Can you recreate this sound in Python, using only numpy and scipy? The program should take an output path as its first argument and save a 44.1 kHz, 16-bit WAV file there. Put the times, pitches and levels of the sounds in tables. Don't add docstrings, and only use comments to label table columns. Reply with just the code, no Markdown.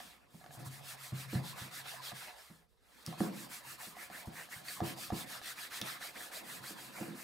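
import sys
import numpy as np
from scipy import signal
from scipy.fft import rfft, irfft, next_fast_len
from scipy.io import wavfile
from scipy.ndimage import uniform_filter1d

SR = 44100
rng = np.random.default_rng(int(sys.argv[2]) if len(sys.argv) > 2 else 0)


def invert_db(level):
    return 10 ** (np.asarray(level, dtype=float) / 20)


def unload_audio(sound):
    columns = np.transpose(np.atleast_2d(sound))
    steps = np.round(np.clip(columns, -1, 1) * 32767)
    wavfile.write(sys.argv[1], SR, steps.astype(np.int16))


N = 318843
TOP_HZ = 15790


def unit(x):
    return x / np.sqrt(np.mean(x ** 2) + 1e-20)


def along(points, hz):
    point_hz, value = np.transpose(points)
    return np.interp(np.log(hz + 1), np.log(point_hz + 1), value)


def curves(rows):
    s, *columns = np.transpose(rows)
    return [np.interp(np.arange(N) / SR, s, column) for column in columns]


def add(track, s, sound):
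    track[..., round(s * SR):][..., :sound.shape[-1]] += sound


def filtered(x, response):
    m = next_fast_len(N + SR // 2, True)
    gain = np.asarray(response(np.fft.rfftfreq(m, 1 / SR)), np.complex64)
    return irfft(rfft(np.float32(x), m) * gain, m)[..., :N]


def modes(table):
    def response(f):
        f = np.float32(f)
        total = 0
        for k, (hz, width_hz, db) in enumerate(table):
            damping = np.float32(width_hz) * 1j * f
            strength = np.float32((-1) ** k * invert_db(db) * width_hz)
            total = total + strength * 1j * f / (np.float32(hz * hz) - f * f + damping)
        return total
    return response


def banded(table, low_hz, high_hz):
    return lambda f: modes(table)(f) / (1 + (low_hz / (f + 1)) ** 4) / (1 + (f / high_hz) ** 4)


def ring(x, table):
    total = 0
    for k, (hz, width_hz, db) in enumerate(table):
        b, a = signal.iirpeak(hz, hz / width_hz, SR)
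        total = total + (-1) ** k * invert_db(db) * signal.lfilter(b, a, x)
    return total


def blows(times_s, levels_db, contact_s):
    train = np.zeros(N)
    np.add.at(train, np.round(np.asarray(times_s) * SR).astype(int), invert_db(levels_db))
    push = np.sin(np.pi * np.linspace(0, 1, int(contact_s * SR) + 3))
    return signal.fftconvolve(train, push / push.sum())[:N]


def slips(grain_db, patchy_db):
    grains = rng.standard_normal((2, N)) * invert_db(grain_db * rng.standard_normal(N))
    z = signal.stft(np.float32(grains), nperseg=512)[2]
    field = uniform_filter1d(rng.standard_normal(z.shape[1:]), size=5, axis=0)
    field = uniform_filter1d(field, size=6, axis=1)
    return signal.istft(z * np.float32(invert_db(patchy_db * unit(field))), nperseg=512)[1][:, :N]


# (frequency [Hz], correlation [-1..1])
LIKENESS = [(40, -1.64), (90, 0.68), (300, 0.64), (700, 0.17), (1400, 0.73), (3000, 0.035), (5500, 0.87),
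            (8000, 1)]


def turn(hz):
    return np.arccos(np.clip(along(LIKENESS, hz), -1, 1)) / 2


def spread(pair, colour):
    def response(hz):
        angle = turn(hz)
        return colour(hz) * (hz < TOP_HZ) * [np.cos(angle), np.sin(angle)]
    mid, side = filtered(pair, response)
    return np.array([mid + side, mid - side])


# (frequency [Hz], density [dB per Hz])
ROOM_AIR = [(15, -31), (30, 8), (60, 17), (130, -4), (250, -18), (450, 4.5), (1500, -48), (15500, -42)]


def air():
    noise = spread(rng.standard_normal((2, N)), lambda hz: invert_db(along(ROOM_AIR, hz)))
    return invert_db(-74) * unit(noise)


# (time [s], force [dB], bearing [dB, mid-board above 0, edge below])
DRAG = [(0, -72, -10.5), (.2, -77.5, -3), (.53, -64, 5.5), (.62, -54.5, 7), (.95, -71, 5), (1.25, -66, 10),
        (1.45, -65.5, 1.5), (2.0, -69, 2), (2.72, -102, -9), (3.05, -76, -8), (3.3, -56, -2),
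        (3.55, -69, -1.5), (4.5, -73, 0), (4.9, -59, 1.5), (5.64, -73, -1.5), (6.5, -66, -7),
        (6.93, -64.5, -3.5), (7.0, -57, -3)]
# (frequency [Hz], width [Hz], level [dB])
DEEP = [(134, 5.6, 0), (100, 25, -17)]
MIDDLE = [(162.7, 12.7, -1.5), (197.7, 34.7, 2.5), (227.8, 49, 1.5)]
UPPER = [(276, 28, 1), (337.4, 14.7, 1.5), (415, 27, -6), (532.4, 46, -4.5)]


def drag():
    let_go_db_per_s = -44
    force_db, bearing_db = curves(DRAG)
    after_s = np.clip(np.arange(N) / SR - DRAG[-1][0], 0, None)
    force_db = force_db + let_go_db_per_s * after_s
    deep = spread(invert_db(force_db + bearing_db + 33.5) * unit(slips(3.4, 3.0)), modes(DEEP[:1]))
    shudder = shaking(level_db=-26, t60_s=0.58)
    edge = invert_db(force_db - bearing_db - 2.0) + shudder
    return deep + spread(edge * invert_db(24) * unit(slips(3.5, 3.3)), modes(MIDDLE + UPPER))


# (hand turns [s], fastest [s], fibre hiss [dB], shell over hiss [dB])
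FIRST_PASS = [(-.1, 0.0, -61, 1), (0.193, .24, -93.5, 22.5), (.28, 0.37, -70, -4), (0.508, 0.54, -59, -21),
              (.585, .6, -64, -10), (0.642, 0.665, -54.5, -19), (0.697, 0.734, -58.5, -4),
              (0.822, 0.909, -51.5, -4), (0.966, 1.058, -54, -3.5), (1.13, 1.203, -53, 0.5),
              (1.274, 1.34, -54, 1), (1.417, 1.494, -52.5, -2.5), (1.547, 1.604, -54, 2.5),
              (1.704, 1.77, -51, -0.5), (1.837, 1.902, -54, 1), (2.009, 2.073, -51, -0.5),
              (2.134, 2.184, -56, 3.5), (2.353, 2.398, -67, -1.5), (2.68, 2.697, -89, -20),
              (2.79, 3.03, -70, 0)]
SECOND_PASS = [(3.045, 3.07, -62.5, 2), (3.172, 3.213, -52, -0.5), (3.314, 3.414, -54, -2),
               (3.486, 3.534, -50.5, -2), (3.626, 3.712, -52.5, -1.5), (3.777, 3.827, -51.5, -3),
               (3.951, 4.026, -54.5, 2.5), (4.094, 4.187, -54.5, 0.5), (4.256, 4.253, -63, -13),
               (4.311, 4.392, -55, 0.5), (4.487, 4.536, -53.5, -1.5), (4.632, 4.712, -49, -3.5),
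               (4.821, 4.88, -49.5, 0.5), (4.954, 5.022, -49.5, -3), (5.113, 5.2, -48.5, -0.5),
               (5.257, 5.33, -51.5, 1), (5.412, 5.494, -49, -3), (5.551, 5.623, -51.5, 1),
               (5.695, 5.766, -49, -4), (5.82, 5.89, -50, 4.5), (5.993, 6.044, -51, -3),
               (6.129, 6.233, -52.5, -3), (6.308, 6.359, -50, -1), (6.43, 6.535, -52, -1),
               (6.612, 6.693, -50.5, -5.5), (6.753, 6.82, -57.5, -1.5), (6.915, 6.987, -56.5, 0.5),
               (7.137, 7.215, -55, 0.5)]
LAST_TURN_S = 7.25


def strokes():
    turn_s, fast_s, hiss_db, shell_db = np.transpose(FIRST_PASS + SECOND_PASS)
    t = np.arange(N) / SR
    knots_s = np.append(np.ravel([turn_s, fast_s], order="F"), LAST_TURN_S)
    swing = np.interp(t, knots_s, np.arange(len(knots_s)) % 2)
    speed = np.sin(np.pi / 2 * swing)
    which = np.searchsorted(turn_s, t, side="right") - 1
    return speed, hiss_db[which], shell_db[which]


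# (time [s], pressure [dB], fold tautness [dB])
PRESSURE = [(0, -71, 2), (.17, -76.5, 0), (.26, -83, -7), (.48, -73, -8), (.6, -68.5, -29), (.72, -67, -12),
            (.82, -68.5, -2), (2.1, -65.5, 5.5), (2.4, -69, -0.5), (2.68, -92, -4), (2.98, -80.5, 1),
            (3.08, -66.5, -1), (4.3, -70, -8.5), (4.8, -67, 0), (5.82, -66, 3.5), (6.3, -66, -2),
            (6.9, -65, -4), (7.23, -67, -18)]
# (frequency [Hz], density [dB per Hz])
FIBRES = [(2650, -24), (4500, -1), (5840, -2), (8370, 1.5), (11500, -1), (13400, -1.5), (15200, -4),
          (15800, -10)]
# (frequency [Hz], width [Hz], level [dB])
FOLD = [(3170, 540, -1.5), (3790, 890, 2.5), (4604, 2170, -3)]
SHELL = [(1276, 266, -3), (1719, 144, 2), (2000, 430, -2.5), (2790, 600, -6)]
HOLLOW = [(470, 430, -6.5), (654, 67, -0.5), (723.2, 21.2, 4.5), (807, 136, -1), (1016, 220, -3)]


def cloth():
    speed, hiss_db, shell_db = strokes()
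    pressure_db, taut_db = curves(PRESSURE)
    fibre_dome, body_dome = 1.5, 0.95

    def gain(dome, stroke_db, creep_db):
        return speed ** dome * invert_db(hiss_db + stroke_db) + invert_db(pressure_db + creep_db)

    hiss = unit(spread(slips(0.85, 1.3), lambda hz: invert_db(along(FIBRES, hz))))
    hiss = hiss * gain(fibre_dome, 0.1, creep_db=0.5)
    fold = unit(spread(slips(1.3, 2.87), banded(FOLD, low_hz=2400, high_hz=6530)))
    fold = fold * gain(fibre_dome, taut_db - 4, creep_db=3)
    shell = unit(spread(slips(2.7, 2.8), banded(SHELL, low_hz=800, high_hz=3900)))
    shell = shell * gain(body_dome, shell_db - 2.0, creep_db=3.5)
    hollow = unit(spread(slips(3.75, 4.24), banded(HOLLOW, low_hz=424, high_hz=1600)))
    rattle = shaking(level_db=-21.5, t60_s=0.4)
    hollow = hollow * (gain(body_dome, shell_db - 21.5, creep_db=7) + rattle)
    return hiss + fold + shell + hollow


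# (time [s], peak [dB], sharpness [dB])
TAPS = [(0.002, -38, -5), (0.413, -51, -4), (0.441, -45, -7.5), (0.462, -44.5, -7), (0.507, -44, -4.5),
        (0.55, -46.5, -11), (0.574, -47.5, -15), (0.604, -47, -15), (0.629, -47, -6), (1.857, -44, -7),
        (2.118, -37.5, -8), (3.126, -40, -9), (3.968, -39, -13), (4.1, -40, -9), (4.488, -49, -4),
        (4.804, -24.5, -17.5), (5.103, -27.5, -17), (5.415, -41.5, -3), (5.815, -44, 2), (6.01, -44, -10),
        (6.155, -53, -5), (6.704, -47, -12), (6.985, -39, -10), (7.028, -38, -12)]


def taps():
    tap_t60_s, snap_t60_s, snap_db, rise_s = 0.034, 0.011, 12, 0.00044
    track, t = np.zeros(N + SR), np.arange(SR // 8) / SR
    for s, db, sharp_db in TAPS:
        tone = np.sin(2 * np.pi * 740 * t) + 0.28 * np.sin(2 * np.pi * 1140 * t)
        tone = tone + invert_db(sharp_db) * np.sin(2 * np.pi * 1700 * t)
        snap = np.convolve(rng.standard_normal(len(t)), np.hanning(9) / 4, "same")
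        tone = tone + invert_db(snap_db + sharp_db - 60 * t / snap_t60_s) * snap
        envelope = invert_db(db - 1.5 - 60 * t / tap_t60_s) * (1 - np.exp(-t / rise_s))
        add(track, s, envelope * tone)
    return track[:N]


# (frequency [Hz], t60 [s])
WALLS = [(100, 0.67), (500, 0.25), (3000, 0.14), (12000, 0.056)]


def room(x):
    hz, t, z = signal.stft(rng.standard_normal((2, SR // 2)), SR, nperseg=256)
    decay = invert_db(-60 * t / along(WALLS, hz)[:, None])
    tail = signal.istft(z * decay, SR, nperseg=256)[1]
    tail = tail / np.linalg.norm(tail[0])
    delayed = np.pad(x, (260, 0))[None]
    pair = signal.fftconvolve(delayed, tail, axes=1)[:, :N]
    return spread(pair, lambda hz: hz ** 2 / (hz ** 2 + 170 ** 2))


# (time [s], peak [dB], mid-board [dB], edge [dB], legs [dB])
KNOCKS = [(0.341, -41, -31, -18, -24), (0.571, -48, 8.5, -15, -29), (0.662, -43, 10, -18, -20),
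          (1.122, -33.5, 4.5, -13.5, -22), (1.329, -35.5, -34, 2, -16), (1.351, -22.5, -1.5, -20.5, -15),
          (1.613, -41.5, 1, -17, -6), (2.122, -46.5, 1, -8, -23), (2.5, -43, -23, -15, -42),
          (3.076, -28.5, -17, -19, -22), (3.204, -23.5, -31, -1.5, -29), (3.277, -41, -30, -7, -32),
          (3.869, -49.5, -16, -4, -17), (4.101, -50.5, -27, -3.5, -27), (4.272, -36.5, -18, -10, -2),
          (4.56, -48, -7, -28, -8), (4.814, -31.5, 2.5, -0.5, -8), (4.826, -37.5, 7, 2, -22),
          (5.121, -30.5, -12, -1.5, -2), (5.817, -42.5, -3, -1.5, -20), (6.599, -51, 3, -25, -24),
          (6.704, -52.5, -15, 7, -27), (7.01, -36.5, -21, 1, -23), (7.079, -45, -18, 4, -35)]
# (frequency [Hz], width [Hz], level [dB])
THUD = [(50.4, 22, -16), (89, 54, -0.5)]
SHELL_PER_EDGE = 0.43


def knocks():
    broad_per_edge = 0.5
    s, db, deep_db, edge_db, legs_db = np.transpose(KNOCKS)
    thud = ring(blows(s, db + legs_db + 48.5, contact_s=0.005), THUD)
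    deep = ring(blows(s, db + deep_db + 59.0, contact_s=0.0039), DEEP)
    middle = ring(blows(s, db + 53.0, contact_s=0.0036), MIDDLE[:1])
    broad = ring(blows(s, db + broad_per_edge * edge_db + 52.0, contact_s=0.0035), MIDDLE[1:])
    upper = ring(blows(s, db + edge_db + 47.5, contact_s=0.0017), UPPER)
    shell = ring(blows(s, db + SHELL_PER_EDGE * edge_db + 27.5, contact_s=0.0005), HOLLOW + SHELL)
    return thud + deep + middle - broad + upper + shell


def shaking(level_db, t60_s):
    s, db, _, edge_db, _ = np.transpose(KNOCKS)
    kick = invert_db(db + SHELL_PER_EDGE * edge_db + level_db)
    kicks = np.bincount(np.round(s * SR).astype(int), kick, N)
    return signal.lfilter([1], [1, -invert_db(-60 / (t60_s * SR))], kicks)


# (time [s], peak [dB], pitch [Hz], t60 [s], crack share [ratio])
CLICKS = [
    (1.351, -40.5, 4040, 0.018, .1),
    (3.0638, -27.5, 5300, 0.0032, 1.3),
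    (4.6836, -36.5, 4540, 0.033, .1),
    (5.8148, -29, 5800, 0.0037, 2.3),
    (5.8171, -24.5, 3570, 0.0061, 0.41),
]


def clicks():
    track, t = np.zeros(N + SR), np.arange(SR // 8) / SR
    for s, db, hz, t60_s, crack_share in CLICKS:
        crack = np.diff(uniform_filter1d(rng.standard_normal(len(t) + 1), size=3))
        tick = np.sin(2 * np.pi * hz * t) + crack_share * crack
        add(track, s, invert_db(db - 60 * t / t60_s) * tick)
    return track[:N]


# (time [s], length [s], from [Hz], to [Hz], level [dB])
ZIPS = [(1.555, 0.043, 900, 1384, -55), (1.845, 0.043, 800, 1360, -57.5), (2.245, 0.065, 1001, 454, -62),
        (3.787, 0.046, 900, 2130, -54.5), (3.968, 0.053, 800, 1735, -63), (4.109, 0.089, 996, 2000, -53),
        (4.347, 0.097, 2000, 1848, -50.5), (4.508, .05, 1600, 2000, -51.5), (4.677, 0.025, 1670, 2260, -48),
        (5.427, 0.098, 1600, 2000, -52.5), (5.568, 0.04, 1337, 2830, -52.5),
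        (5.706, 0.053, 1016, 2267, -49), (5.739, 0.084, 1703, 2000, -53.5), (6.004, .05, 1207, 2000, -48.5),
        (6.066, 0.047, 1900, 2400, -55), (6.147, 0.038, 915, 2500, -51), (6.31, 0.048, 1087, 2170, -56),
        (6.629, 0.047, 1117, 2107, -51.5), (6.341, 0.045, 3500, 4090, -53), (6.659, 0.044, 3430, 4800, -52),
        (6.773, 0.043, 1393, 1900, -56)]


def zips():
    overtone_db = -13
    track = np.zeros((2, N + SR))
    for s, length_s, from_hz, to_hz, db in ZIPS:
        u = np.linspace(0, 1, int(length_s * SR))
        phase = 2 * np.pi * np.cumsum(from_hz + (to_hz - from_hz) * np.sqrt(u)) / SR
        a, b, c = uniform_filter1d(rng.standard_normal((3, len(u))), size=70, axis=1)
        common = a * (np.sin(phase) + invert_db(overtone_db) * np.sin(2 * phase))
        apart = np.array([b + 0.26 * c, b - 0.2 * c]) * np.cos(phase)
        add(track, s, invert_db(db + 1.5) * np.sin(np.pi * u) * unit(common + apart))
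    return track[:, :N]


def scene():
    hits = taps() + knocks() + clicks()
    return air() + drag() + cloth() + hits + invert_db(-7.5) * room(hits) + zips()


def low_pass(x):
    return signal.sosfilt(signal.butter(12, 16690, fs=SR, output="sos"), x)


# (frequency [Hz], left over right [dB])
LEAN = [(40, -9.5), (90, 3.5), (180, -4), (350, 0), (700, -4), (1400, -0.5), (3000, -2), (8000, 1)]


def record(dry):
    def balance(hz):
        return invert_db(along(LEAN, hz) * np.array([[.5], [-.5]])) * (hz < TOP_HZ + 850)
    ports = filtered(dry, balance)
    return low_pass(ports)


dry = scene()
out = record(dry)
unload_audio(out)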